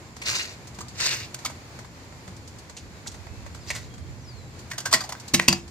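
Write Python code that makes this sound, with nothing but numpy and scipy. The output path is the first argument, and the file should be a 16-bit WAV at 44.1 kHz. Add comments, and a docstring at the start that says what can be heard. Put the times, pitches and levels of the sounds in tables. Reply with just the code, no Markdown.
"""Scooter on a concrete court

A child's kick scooter rolls past a hand-held phone with two microphones. Short bursts of noise make the
ticking wheels and knocking metal, sandy noise makes the scraping shoe, and sagging tones with ringing
notes make the deck boom. Filtered noise gives far traffic, wind and a thin insect hiss; pure tones give
thin whistles, perhaps a bird. Scattered echoes surround the scooter, except for its ringing metal stem."""
import sys
import numpy as np
from scipy import signal
from scipy.fft import rfft, irfft
from scipy.io import wavfile
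from scipy.ndimage import uniform_filter1d, map_coordinates

SR = 44100
rng = np.random.default_rng(int(sys.argv[2]) if len(sys.argv) > 2 else 0)


def invert_db(level):
    """Linear amplitude ratio for a level in decibels (20 dB per decade), elementwise."""
    return 10 ** (np.asarray(level, dtype=float) / 20)


def transcribe(u):
    """Save the signal u as a 16-bit wav file named by the first command-line argument.

    u: samples, shape (n,) or (channels, n), limited to [-1, 1]; the rate is SR.
    q: integer samples, one column per channel.
    """
    v = np.clip(np.atleast_2d(u).T, -1, 1)
    q = np.round(v * 32767).astype(np.int16)
    wavfile.write(sys.argv[1], SR, q)


N = 251370  # length in samples
T = np.arange(N) / SR  # time in seconds

# tone colour of the bright part of ticks and knocks: pitch_hz [Hz], relative_level_db [dB]
BRIGHT_COLOUR = [(2300, -3), (2900, 4.5), (4600, 5.5), (6500, 8), (8000, 1.5), (9500, -4.5), (15500, -8)]
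# tone colour of the duller part of ticks and knocks: pitch_hz [Hz], relative_level_db [dB]
BODY_COLOUR = [(300, -9), (600, 8), (1200, 4.5), (2200, 1.5), (2900, -20.5), (3600, -6)]


def unit(x):
    """Scale to an rms (average strength) of 1."""
    return x / np.sqrt(np.mean(x ** 2))


def colour(x, points):
    """Filter by (Hz, dB) points; white noise keeps its overall strength."""
    hz, db = np.transpose(points)
    f = np.maximum(np.fft.rfftfreq(x.shape[-1], 1 / SR), 1)
    gain = invert_db(np.interp(np.log(f), np.log(hz), db, left=-90, right=-90))
    return irfft(rfft(x) * unit(gain), x.shape[-1])


def ring(x, modes):
    """Notes struck by x, each fading by 60 dB in its own time t60."""
    out = 0
    for hz, db, t60 in modes:
        pole = np.exp((2j * np.pi * hz - np.log(1000) / t60) / SR)
        out = out + invert_db(db) * signal.lfilter([1], [1, -pole], x).imag
    return out


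def resonance(x, hz, sharp):
    """One resonance, with about unit gain for white noise."""
    return signal.lfilter(*signal.iirpeak(hz, sharp, SR), x) * np.sqrt(SR * sharp / hz / np.pi)


def walk(rate):
    """Smooth random wander with an rms of 1, from about `rate` random values per second."""
    k = int(SR / rate)
    steps = np.repeat(rng.standard_normal(N // k + 1), k)
    smooth = uniform_filter1d(uniform_filter1d(steps, k), k)
    return unit(smooth[:N])


def pair(alike):
    """Left and right noise that share the part `alike` of their power."""
    shared, left, right = rng.standard_normal((3, N))
    alike = np.clip(alike, 0, 1)
    return np.sqrt(alike) * shared + np.sqrt(1 - alike) * np.array([left, right])


def spot(alike):
    """Noise from one spot: nearly the same at both ports in the bass, only partly so in the treble."""
    noise = pair(alike)
    apart = (noise[0] - noise[1]) / 2
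    bass = signal.lfilter(*signal.butter(2, 1100, fs=SR), apart)
    return noise - np.array([bass, -bass])


def grit(spread_db, rate):
    """Uneven grain sizes, a few larger than the rest, about `rate` grains per second."""
    k = int(SR / rate)
    size = np.minimum(rng.exponential(size=N // k + 1), 3)
    return unit(np.repeat(invert_db(spread_db * size), k)[:N])


def burst(db, rise, fade):
    """Swell and fade of one contact: rise is a time constant, fade the time to drop 60 dB (seconds)."""
    t = T[:SR // 4]
    return invert_db(db) * (1 - np.exp(-t / rise)) ** 2 * 1000 ** (-t / max(fade, .01))


def air():
    """Far traffic hums, drones and hisses, an insect fills a narrow band, and wind shakes each port alone."""
    # background levels: time_s [s], hum_db [dB], engine_drone_db [dB], hiss_db [dB]
    background = [(0, -46, -60, -51.5), (1.2, -46.5, -45.5, -49), (3.0, -45, -73, -52),
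                  (3.7, -43.5, -54, -51), (4.3, -45, -44, -53), (5.1, -44.5, -51.5, -49),
                  (5.7, -44, -90, -52)]
    # tone colours of hum and hiss: pitch_hz [Hz], relative_level_db [dB]
    hum_colour = [(18, -51), (30, -21.5), (56, -11.5), (81, -5.5), (272, -18), (600, -30.5), (780, -55)]
    hiss_colour = [(180, 2.5), (300, 0.5), (1020, -3), (1270, -7.5), (2260, -8), (2950, -14.5), (6980, -19),
                   (7840, -28), (14500, -29.5), (15700, -46)]
    # gusts, before the wander and the softer left side: time_s [s], level_db [dB]
    gusts = [(2.2, -74), (3.1, -38.5), (4.2, -38), (4.8, -69)]

    s, hum_db, drone_db, hiss_db = np.transpose(background)
    hum = colour(pair(0.86), hum_colour) * invert_db(np.interp(T, s, hum_db) + 1.32 * walk(13))
    drone = colour(pair(1.0), [(105, -50), (121, 1), (138, -9)]) * invert_db(np.interp(T, s, drone_db))

    side_db = [[-11], [0]]  # wind is weaker on the left
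    gust_db = np.interp(T, *np.transpose(gusts)) + 3.6 * walk(7.2) + side_db
    wind = colour(pair(0), [(30, -26), (75, 8), (130, -3)]) * invert_db(gust_db)

    # left and right differ more as the pitch rises, so the hiss sounds wider there
    middle, side = colour(rng.standard_normal((2, N)), hiss_colour)
    side = signal.lfilter(*signal.butter(2, 900, "high", fs=SR), side)
    hiss = np.array([middle + side, middle - side]) * invert_db(np.interp(T, s, hiss_db) + walk(15))

    insect_db = -71.5 + 1.5 * walk(8.2)  # flickers by 1.5 dB rms
    insect = colour(pair(0.15), [(6950, -47), (7170, -2), (7400, -7)]) * invert_db(insect_db)
    return hum + drone + wind + hiss + insect


def ticks():
    """Wheels tick over joints and grit: short gritty clicks with a bright and a duller part."""
    # clicks, before the overall gains: start_s [s], treble_db [dB], body_over_treble_db [dB]
    clicks = [(0.164, -26.5, -6), (0.6705, -25.5, -14), (0.744, -30, -22), (0.7856, -23.5, -5.5),
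              (0.8814, -24, -25), (0.967, -45, -4), (1.3881, -26.5, -8), (1.4964, -26.5, -3),
              (1.7882, -27, -2.5), (1.845, -34.5, 1), (2.122, -38.5, 3), (2.276, -29.5, -1),
              (2.3635, -31, -17), (2.4747, -26, -17), (2.585, -27.5, -23), (2.695, -27, -5),
              (3.061, -31.5, 3), (3.115, -27, -22), (3.142, -30, -3.5), (3.2667, -37, 6),
              (3.4615, -30.5, 1.5), (3.546, -26, -7.5), (3.938, -32, -7), (3.978, -35, -4),
              (4.59, -27.5, -26), (4.701, -26, -19), (5.1977, -23.5, -28), (5.2786, -19.5, -19),
              (5.677, -30.5, -9)]
    treble, body = np.zeros((2, N + SR))
    for s, db, body_db in clicks:
        i = int(s * SR)
        treble[i:i + SR // 4] += burst(db, 0.00092, 0.084)
        body[i:i + SR // 4] += burst(db + body_db, 0.0029, 0.026)
    rattle = spot(0.23) * grit(0.56, 1500)
    bright = invert_db(-18.5) * colour(treble[:N] * rattle, BRIGHT_COLOUR)
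    dull = invert_db(4) * colour(body[:N] * rattle, BODY_COLOUR)
    return bright + dull


def knocks():
    """Deck and frame blows: each is a short rattle, and where it lands decides which low notes speak."""
    # blows, before the overall gains:
    # start_s [s], treble_db [dB], body_over_treble_db [dB], low_note_under_blow_hz [Hz], fade_s [s]
    blows = [(0.2147, -29.5, -1.5, 2210, 0.066), (0.8042, -25.5, -7, 1230, 0.055),
             (1.3423, -12.5, -17.5, 1642, 0.025), (1.4472, -16.5, -10.5, 1140, 0.063),
             (1.457, -15, -10.5, 2240, 0.034), (2.764, -31, -15.5, 2420, 0.11),
             (3.0685, -22, -26, 840, 0.06), (3.701, -20, -0.5, 2080, 0.041), (3.747, -29, -7, 1770, 0.15),
             (4.7108, -20.5, -3, 1830, 0.042), (4.7304, -29.5, -3.5, 1620, 0.052),
             (4.778, -17.5, -6.5, 1000, 0.051), (4.8005, -21.5, -12, 1720, 0.044),
             (4.852, -20.5, -4.5, 1470, 0.096), (4.9092, -26, -5, 1320, 0.11),
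             (4.9249, -3, -7.5, 1280, 0.039), (4.934, -5, -8, 1900, 0.064), (5.003, -25, -3, 1335, 0.082),
             (5.0353, -28.5, -8.5, 790, 0.076), (5.089, -23, -3.5, 735, 0.059),
             (5.1202, -18.5, -0.5, 970, 0.035), (5.148, -34.5, 10.5, 1366, 0.018),
             (5.3354, -5, -15.5, 830, 0.051), (5.339, -4, -11.5, 2350, 0.053),
             (5.394, -17, 13, 2180, 0.018), (5.41, -33.5, -31, 2200, 0.2), (5.479, 2, -7.5, 2640, 0.037),
             (5.5253, -6, -3, 970, 0.027)]
    # what deck and frame ring with: pitch_hz [Hz], sharpness [centre pitch / width]
    low_notes = [(830, 9), (1200, 10), (1550, 11), (1950, 10), (2200, 8), (2650, 12)]
    reach_oct = 0.17  # how far, in octaves, a blow reaches to low notes beside the one under it

    out, rattle = np.zeros((2, N + SR)), spot(0.9) * grit(2.36, 1500)
    for s, db, body_db, under_hz, fade in blows:
        i = int(s * SR)
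        piece = rattle[:, i // 2:i // 2 + SR // 4]  # a different stretch of rattle as time goes on
        contact = burst(db, 0.0035, fade) * piece
        contact[:, int(.0042 * SR)] += invert_db(db + 6.5)  # one extra sharp contact
        low = 0
        for hz, sharp in low_notes:
            nearness = np.exp(-(np.log2(hz / under_hz) / reach_oct) ** 2)
            low = low + nearness * resonance(contact, hz, sharp)
        bright = invert_db(-5.5) * colour(contact, BRIGHT_COLOUR)
        dull = invert_db(-3) * colour(contact, BODY_COLOUR) + invert_db(3) * low
        out[:, i:i + SR // 4] += bright + invert_db(body_db) * dull
    return out[:, :N]


def scrapes():
    """A sole on sandy concrete lands, drags with hard bites, lifts and trails off in dense, patchy grains."""
    # pushes of the shoe, before bites and gains:
    # full_contact_s [s], drag_s [s], level_db [dB], duller_part_over_it_db [dB]
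    pushes = [(0.266, 0.13, -38, 1.5), (1.004, 0.11, -34.5, 1), (3.686, 0.028, -45, -5)]
    # moments when the sole bites harder: time_s [s], lift_db [dB]
    bites = [(.279, 6), (.301, 7), (.36, 5), (.418, 2), (1.012, 3), (1.06, 5), (1.135, 3.5)]
    # borders of the bands whose grain swells alone: pitch_hz [Hz]
    band_borders = [1200, 2000, 3300, 5000, 7500, 11000]
    # tone colours of the brighter and the duller part: pitch_hz [Hz], relative_level_db [dB]
    grain_colour = [(2600, -4), (3600, 8.5), (4700, 8), (6500, 4), (8000, -5), (9500, -15), (15500, -10.5)]
    sole_colour = [(300, -11.5), (850, -16), (1500, -7.5), (2100, -5), (2900, -6), (3300, -56)]
    bite_s = .014  # half-width of one bite
    land_db_per_s, lift_db, lift_s = 449, -4.5, 0.078
    trail_db_per_s, trail_s = 59, 0.14

    treble, body = np.zeros((2, N))
    bite_db = sum(db * np.exp(-((T - s) / bite_s) ** 2) for s, db in bites)
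    for s, drag, db, body_db in pushes:
        before = np.maximum(s - T, 0)
        after = np.maximum(T - s - drag, 0)
        off_db = lift_db * np.minimum(after / lift_s, 1) - trail_db_per_s * after
        off_db -= land_db_per_s * np.maximum(after - trail_s, 0)  # the trail ends steeply
        level = invert_db(db + bite_db + off_db - land_db_per_s * before)
        treble += level
        body += level * invert_db(body_db)

    rest = spot(.65) * grit(2.8, 1000) * invert_db(walk(150))
    sand = 0
    for hz in band_borders + [SR * .45]:
        # split off the lowest band that is left and let it swell by itself
        band = signal.sosfilt(signal.butter(2, hz, fs=SR, output="sos"), rest)
        sand = sand + band * invert_db(walk(120))
        rest = rest - band
    return invert_db(0.5) * colour(treble * sand, grain_colour) + colour(body * sand, sole_colour)


def booms():
    """The flexed deck thumps on a pitch that sags as it relaxes, while hollow notes ring."""
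    # deck booms, two faint ones under ticks and three under loud knocks, before gains:
    # start_s [s], level_db [dB], base_pitch_hz [Hz] (the thump sags from 0.949 towards 0.545 of it)
    deck_booms = [(0.782, -36.5, 196), (2.278, -40.5, 248), (4.936, -32, 315), (5.334, -18, 317),
                  (5.48, -16, 281.5)]
    # hollow notes of the deck: pitch_hz [Hz], relative_level_db [dB], time_to_fade_60_db_s [s]
    deck_notes = [(341, -13, 0.36), (146.7, -4, 0.21), (184.8, -9.5, 0.34), (95, -15, 0.44)]
    thump, blow = np.zeros((2, N + SR))
    t = T[:SR // 4]
    for s, db, hz in deck_booms:
        i = int(s * SR)
        sagging_hz = hz * (0.545 + 0.404 * np.exp(-t / 0.0254))
        tone = np.sin(2 * np.pi * np.cumsum(sagging_hz) / SR)
        thump[i:i + len(t)] += burst(db, 0.0038, 0.11) * tone
        blow[i + int(.004 * SR)] = invert_db(db)  # the hollow notes start 4 ms later
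    return invert_db(6.0) * thump[:N] + ring(blow[:N], deck_notes)


def whistles():
    """Thin whistles, mostly gliding, perhaps a bird; they flutter in level and a little in pitch."""
    # notes, before flutter and waver; the first is a faint, nearly steady tone:
    # start_s [s], length_s [s], first_pitch_hz [Hz], last_pitch_hz [Hz], level_db [dB rms at the peak]
    notes = [(1.92, .14, 1950, 2010, -66), (2.932, .075, 4100, 3790, -60.5), (3.12, .48, 2280, 2660, -62),
             (3.595, .08, 5900, 4750, -61), (3.84, .28, 3450, 3190, -64), (4.2, .31, 6700, 3960, -60)]
    glide_bend = 3  # most of the pitch change comes early
    peak_at = .3  # share of the note at which it is loudest
    out, waver = np.zeros(N), 1 + .012 * walk(300)
    for s, length, first_hz, last_hz, db in notes:
        u = np.clip((T - s) / length, 0, 1)  # 0 at the start of the note, 1 at its end
        hz = last_hz + (first_hz - last_hz) * (1 - u) ** glide_bend
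        swell = np.interp(u, [0, peak_at, 1], [0, 1, 0]) ** 0.69
        out += invert_db(db) * swell * np.sin(2 * np.pi * np.cumsum(hz * waver) / SR)
    side_db = [[0], [-4]]  # softer on the right
    return np.sqrt(2) * out * invert_db(3.5 * walk(70) + side_db)


def stem():
    """Some blows, hard and soft, set the metal stem ringing on a close pair of high notes."""
    # when the stem is set ringing: time_s [s], level_db [dB]
    strikes = [(4.937, -15.5), (5.007, -29), (5.039, -37), (5.484, -14), (5.527, -20)]
    # notes of the stem: pitch_hz [Hz], relative_level_db [dB], time_to_fade_60_db_s [s]
    stem_notes = [(4715, -5, 0.085), (4625, -4, 0.04)]
    strike = np.zeros(N)
    for s, db in strikes:
        strike[int(s * SR)] = invert_db(db)
    return ring(strike, stem_notes)


def court(x, t60, wet_db):
    """Scattered echoes off ramps and fence, different on each side, made from fading noise."""
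    t = T[:SR // 2]
    tail = pair(0.55)[:, :len(t)] * 1000 ** (-t / t60) * np.clip(t / 0.0025, 0, 1)
    tail = signal.lfilter([1], [1, -.5], tail)  # soften the treble
    tail = tail / np.sqrt(np.sum(tail ** 2))
    return x + invert_db(wet_db) * signal.fftconvolve(x, tail, axes=1)[:, :N]


def scene():
    """The scooter's sound reaches the right microphone a little later than the left; echoes follow."""
    # where the scooter is heard: time_s [s], right_microphone_delay_ms [ms]
    bearing = [(0, 0.25), (1.2, 0.07), (1.5, 0.072), (3.7, 0.0024), (4.7, 0.075), (5.4, 0.065)]
    near = ticks() + knocks() + scrapes() + booms()
    late = np.interp(T, *np.transpose(bearing)) * SR / 1000  # in samples
    near[1] = map_coordinates(near[1], [np.arange(N) - late], order=3, mode="nearest")
    return court(near, 0.24, -9) + stem() + whistles() + air()


def band_limit(x):
    """A steep low-pass at the top of the band."""
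    return signal.sosfilt(signal.butter(12, 15870, fs=SR, output="sos"), x)


def record(dry):
    """The phone cuts the deepest bass, each port lifts its own band, peaks are clipped, the top is cut."""
    # port resonances, left then right: pitch_hz [Hz], width_hz [Hz], lift_db [dB]
    port_lifts = [(4480, 790, 8.5), (7910, 2450, 10)]
    top_hz, ceiling = 15800, .8  # ceiling: share of full scale
    dry = signal.sosfilt(signal.butter(2, 45, "high", fs=SR, output="sos"), dry)
    lifted = []
    for x, (hz, width, db) in zip(dry, port_lifts):
        band = signal.lfilter(*signal.iirpeak(hz, hz / width, SR), x)
        lifted.append(x + (invert_db(db) - 1) * band)
    clipped = np.clip(lifted, -ceiling, ceiling)
    top_cut = signal.ellip(8, .2, 60, top_hz, fs=SR, output="sos")
    finished = signal.sosfilt(top_cut, clipped)
    return band_limit(finished)


dry = scene()
out = record(dry)
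transcribe(out)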